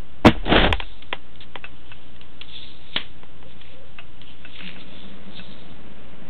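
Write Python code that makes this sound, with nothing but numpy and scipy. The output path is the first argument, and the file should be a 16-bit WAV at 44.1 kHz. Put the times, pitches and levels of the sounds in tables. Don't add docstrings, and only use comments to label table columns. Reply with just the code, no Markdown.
import sys
import numpy as np
from scipy import signal
from scipy.fft import rfft, irfft, next_fast_len
from scipy.io import wavfile

SR = 44100
rng = np.random.default_rng(int(sys.argv[2]) if len(sys.argv) > 2 else 0)


def pcm_store(signal):
    levels = np.round(np.clip(np.atleast_2d(signal), -1, 1) * 32767)
    wavfile.write(sys.argv[1], SR, levels.astype(np.int16).T)


N = 277389
T = np.arange(N) / SR


def undb(db):
    return 10 ** (np.asarray(db) / 20)


def unit(x):
    return x / np.sqrt(np.mean(x ** 2))


def peak_unit(x):
    return x / np.abs(x).max()


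def colour(x, points):
    hz, db = np.transpose(points)
    size = next_fast_len(len(x) + 2048)
    f = np.maximum(np.arange(size // 2 + 1) * SR / size, 1)
    gain = undb(np.interp(np.log(f), np.log(hz), db))
    return irfft(rfft(x, size) * gain, size)[:len(x)]


def walk(rate):
    knots = rng.standard_normal(int(N / SR * rate) + 2)
    return np.interp(T * rate, np.arange(len(knots)), knots)


def wavering_sine(hz, waver, rate):
    return np.sin(2 * np.pi * np.cumsum(hz * (1 + waver * walk(rate))) / SR)


def grains(rate, spread_db):
    happens = rng.random(N) < rate / SR
    return happens * rng.standard_normal(N) * undb(spread_db * rng.standard_normal(N))


def fade(t, t60):
    return np.exp(-np.log(1000) * t / t60)


def swell(s, rise_db_per_s, fall_db_per_s):
    return undb(np.minimum((T - s) * rise_db_per_s, (s - T) * fall_db_per_s))


def ring(modes, seconds):
    t = T[:int(seconds * SR)]
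    out = np.zeros(len(t))
    for k, (hz, db, t60) in enumerate(modes):
        out += (-1) ** k * undb(db) * np.sin(2 * np.pi * hz * t) * fade(t, t60)
    return out


def tail(t, db, t60):
    return undb(db) * unit(colour(rng.standard_normal(len(t)), CHANNEL)) * fade(t, t60)


def add(out, s, sound):
    i = int(s * SR)
    out[i:i + len(sound)] += sound[:N - i]


# (f/Hz, level/dB)
HISS_COLOUR = [(15, -23.5), (25, -6.5), (32, -28.5), (64, -15.5), (145, -17), (248, -23), (288, -18.5),
               (389, -27.5), (560, -25.5), (610, -29), (859, -30), (2350, -35.5), (2860, -31.5),
               (4200, -41), (5460, -78.5), (9240, -120)]
# (f/Hz, level/dB)
HUM = [(61, -55.5), (120, -65.5), (170, -62), (285, -71.5)]


def floor(hiss_db=-49):
    hum = sum(undb(db) * np.sqrt(2) * wavering_sine(hz, 0.03856, 22) for hz, db in HUM)
    return undb(hiss_db) * unit(colour(rng.standard_normal(N), HISS_COLOUR)) + hum


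# (f/Hz, level/dB)
ROLL_COLOUR = [(59, -49.5), (100, -24.5), (184, 1), (304, -9.5), (396, -10), (428, -12.5), (559, -9.5),
               (800, -19), (2710, -22), (3120, -25.5), (4200, -43), (5460, -72.5), (9240, -120)]
# (middle t/s, pitch f/Hz, level/dB, length t/s)
THUDS = [(3.46, 510, -49, .13), (3.79, 526, -48, 0.27), (4.66, 185, -35.5, 0.1), (5.05, 189, -39.5, .11),
         (5.285, 186, -34.5, 0.077), (5.40, 182, -35.5, 0.0723), (5.52, 191, -42, .11),
         (6.19, 195, -55, 0.12)]


def reel(start_s=4.5, spin_up_s=0.12, roll_db=-47.5, idle_db=-69, uneven_db=0.4):
    rolling = undb(np.interp(T, [start_s, start_s + spin_up_s], [idle_db, roll_db]))
    rush = unit(colour(grains(6000, spread_db=3), ROLL_COLOUR))
    out = rush * rolling * undb(uneven_db * walk(25))
    for s, hz, db, length in THUDS:
        window = np.hanning(int(length * SR))
        thud = wavering_sine(hz, 0.081, 70)[:len(window)]
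        add(out, s - length / 2, undb(db) * window * thud)
    return out


# (t/s, level/dB)
TICKS = [(0.824, -28.5), (1.642, -24), (1.917, -30.5), (3.986, -26.5), (4.449, -29.5), (4.606, -30),
         (4.763, -36.5), (5.395, -32)]
# (f/Hz, level/dB, t60/s)
CATCH_MODES = [(679, -16.5, 0.14), (1200, -9.5, 0.051), (1423, -6, 0.03), (1530, 0.5, 0.015),
               (2613, -1.5, 0.058), (2825, -9.5, 0.088), (3540, -26, 0.016)]


def ticks(bounce_s=0.0081, bounce_db=-7):
    out, catch = np.zeros(N), peak_unit(ring(CATCH_MODES, 0.19))
    t = T[:len(catch)]
    for s, db in TICKS:
        tails = tail(t, db=-8.0, t60=.03) + tail(t, db=-17.5, t60=0.2)
        add(out, s, undb(db) * (catch + tails))
        add(out, s + bounce_s * rng.uniform(0.954, 0.99), undb(db + bounce_db) * catch)
    return out


# (t/s, level/dB, burst length t/s)
RATTLES = [(0.454, -34, 0.022), (1.023, -36, 0.0081), (1.356, -41, 0.0035), (1.406, -39.5, 0.039),
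           (2.163, -43, 0.0042), (2.213, -32, 0.003), (2.413, -28.5, 0.0077), (2.9619, -7.5, 0.0059),
           (3.614, -38, 0.0067), (4.215, -33.5, 0.0029), (4.589, -31, 0.0055), (4.675, -27, 0.0036)]
# (f/Hz, level/dB)
RATTLE_COLOUR = [(60, -27), (170, -9.5), (400, -5.5), (700, -14), (1100, -6), (1400, -10.5), (1850, -3),
                 (2500, -3), (3100, 2), (3550, -1), (4200, -6)]


def rattles(shiver_db=-10.793, shiver_t60=0.22, snap_db=1, peak_limit=.9):
    burst, shiver = np.zeros(N), np.zeros(N)
    t = T[:SR // 2]
    for s, db, length in RATTLES:
        add(burst, s, undb(db) * np.exp(-(t / length) ** 4))
        add(shiver, s, undb(db + shiver_db) * fade(t, shiver_t60))
    guide = unit(colour(rng.standard_normal(N), RATTLE_COLOUR))
    snap = unit(colour(rng.standard_normal(N), SLIDE_COLOUR))
    snag = (0.55 * burst + shiver) * guide + undb(snap_db) * burst * snap
    return peak_limit * np.tanh(snag / peak_limit)


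# (f/Hz, level/dB)
SLIDE_COLOUR = [(900, -32.5), (1700, -28.5), (2300, -16), (2900, -1), (3450, 6), (3900, 5.5), (4400, -3)]
SLIDE_HZ = 3507
# (f/Hz, level/dB)
GRIND_COLOUR = [(700, -27.5), (1600, -17), (2200, -7), (2800, -4.5), (3500, -17), (4400, -11.5)]
# (greatest speed t/s, level/dB, length t/s, swish pitch f/Hz, grind against swish level/dB)
PULLS = [(0.822, -40.5, 0.6, 3660, -8), (1.903, -50, .5, 3030, -10), (2.572, -31.5, 0.31, 3540, -10.5),
         (2.68, -39, 0.31, 3860, -21), (2.95, -38, 0.32, 3640, -6), (3.496, -52, 0.2, 3520, 0),
         (3.672, -49, .25, 3500, 4), (4.288, -43, 0.24, 3060, -9.5), (4.559, -39.5, 0.21, 3490, -5.5),
         (4.664, -40.5, 0.3, 3600, 6.5), (4.815, -38.5, 0.069, 3650, -18), (4.982, -41.5, 0.45, 3500, -8),
         (5.381, -34, 0.15, 3730, -14), (5.5, -41, 0.53, 3750, -16)]


def cable(rise_db=49, fall_db=45, creep_db=-59, grind_growth=0.71, uneven_db=2.0, focus_db=4, focus_width_hz=300):
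    slips = grains(5000, spread_db=1.0)
    grind = unit(colour(grains(2500, spread_db=4.0), GRIND_COLOUR))
    out = undb(creep_db) * unit(colour(slips, SLIDE_COLOUR))
    for s, db, length, hz, grind_db in PULLS:
        speed = swell(s, rise_db / length, fall_db / length)
        swish = colour(slips, [(f * hz / SLIDE_HZ, level) for f, level in SLIDE_COLOUR])
        focus = [(hz - focus_width_hz, 0), (hz, focus_db), (hz + focus_width_hz, 0)]
        swish = unit(colour(swish, focus))
        out += undb(db) * (speed * swish + undb(grind_db) * speed ** grind_growth * grind)
    return out * undb(uneven_db * walk(52))


def rocking(jolt_s=0.37, jolt_db=-28.5, rub_s=0.611, rub_db=-20, release_s=.725, shudder_db=-19, drag_db=-27):
    rock = np.sqrt(2) * wavering_sine(37.8, 0.11, 14)
    shudder = wavering_sine(76, 0.23, 50)
    jolted = swell(jolt_s, rise_db_per_s=495, fall_db_per_s=32.5) * (T < rub_s)
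    driven = swell(rub_s, rise_db_per_s=81.5, fall_db_per_s=80) * (T > jolt_s)
    release = swell(release_s, rise_db_per_s=198, fall_db_per_s=312.5)
    sway = np.maximum(undb(jolt_db) * jolted, undb(rub_db) * driven)
    tremble = undb(shudder_db) * release + undb(drag_db) * driven ** 2
    return rock * sway + shudder * tremble


# (f/Hz, level/dB)
RUB_COLOUR = [(53, -27.5), (90, -3.5), (402, -4), (600, -4.5), (728, -4), (1110, -16), (1600, -14),
              (2320, -18), (3140, -15.5), (3580, -15.5), (4200, -25.5), (5460, -44), (9240, -120)]


def rub(start_s=0.42, end_s=0.75, scrape_db=-19, body_db=-18.0, split_hz=1000, uneven_db=4.5, peak_limit=.45):
    slips = colour(grains(9000, spread_db=3.5), RUB_COLOUR)
    body = signal.sosfiltfilt(signal.butter(3, split_hz, fs=SR, output="sos"), slips)
    speed = np.abs(np.sin(np.pi * np.clip((T - start_s) / (end_s - start_s), 0, 1)))
    scrape = undb(scrape_db) * unit(slips - body) * speed ** 2.66
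    drag = scrape + undb(body_db) * unit(body) * speed ** 1.48
    return peak_limit * np.tanh(drag * undb(uneven_db * walk(110)) / peak_limit)


# (t/s, level/dB, contact t/ms, chatter 0-1)
KNOCKS = [(.7265, -4, .045, 0.3), (0.8013, -14, 0.012, 0.4), (1.1278, -8.5, 0.06, 0.02),
          (1.5559, -18, 0.13, 0.03), (3.2327, -32, 0.72, 0.06), (3.427, -37, 0.22, 0.2)]
# (f/Hz, level/dB, t60/s)
PANEL_MODES = [(412, -11, 0.028), (540, -13, 0.033), (789, -17.5, 0.069), (986, -4, 0.02),
               (1490, -7.5, 0.0075), (2040, -4, 0.025), (1990, -6.5, 0.025), (2800, -5, 0.023),
               (3073, 3.5, 0.0079), (3480, 1.5, 0.0057)]


def knocks(bounce_s=0.0012, crack_db=-2, crack_hz=2300):
    out, panel = np.zeros(N), peak_unit(ring(PANEL_MODES, 0.57))
    t = T[:len(panel)]
    crack = np.sin(2 * np.pi * crack_hz * t) * (t < 2 / crack_hz)
    panel = panel + undb(crack_db) * crack
    for s, db, contact_ms, chatter in KNOCKS:
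        blow = peak_unit(signal.lfilter([1], [1, -np.exp(-1000 / (contact_ms * SR))], panel))
        add(out, s, undb(db) * (blow + tail(t, db=-22.0, t60=0.13)))
        add(out, s + bounce_s, undb(db) * chatter * blow)
    return out


# (t/s, level/dB)
BUMPS = [(.2450, -17.5), (0.2494, 4), (0.2594, 10), (0.2676, 4.5), (0.284, -8.5)]
# (f/Hz, level/dB, t60/s)
CASE_MODES = [(68.3, -2, 0.24), (118.3, -8.5, 0.099), (163, -9, 0.13), (226.7, -4.5, .12), (320, 1.5, .075),
              (464, -4, 0.083), (612, 0, 0.039), (776, 1.5, 0.031), (977, -2, 0.019), (1370, -13.5, .04),
              (1610, -24.5, 0.1), (2190, -16, .04), (2630, -23.5, 0.046)]


def bump(bounce_s=0.028, bounce_db=-24):
    out, body = np.zeros(N), peak_unit(ring(CASE_MODES, 1))
    t = T[:SR]
    for s, db in BUMPS:
        clatter = tail(t, db=-22.5, t60=0.15) + tail(t, db=-52, t60=0.94)
        add(out, s, undb(db) * (body + clatter))
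    last_blow_s = BUMPS[-1][0]
    for k, chance in enumerate(rng.random(size=3)):
        add(out, last_blow_s + bounce_s * (k + .5 + chance), undb(bounce_db - 1.7 * k) * body)
    return out


def scene():
    blows = bump() + rub() + rocking() + knocks()
    return (blows + ticks() + rattles() + cable() + reel() + floor())[None]


# (f/Hz, level/dB)
CHANNEL = [(20, 0), (3500, 1), (3850, -4.5), (4200, -10), (4500, -24.5), (4900, -76)]


def record(dry, offset=-.089, clip_level=.705, top_hz=16000):
    clipped = np.clip(colour(dry[0], CHANNEL) + offset, -clip_level, clip_level)
    top = signal.ellip(9, .1, 70, top_hz, fs=SR, output="sos")
    return (signal.sosfilt(top, clipped - offset) + offset)[None]


dry = scene()
out = record(dry)
pcm_store(out)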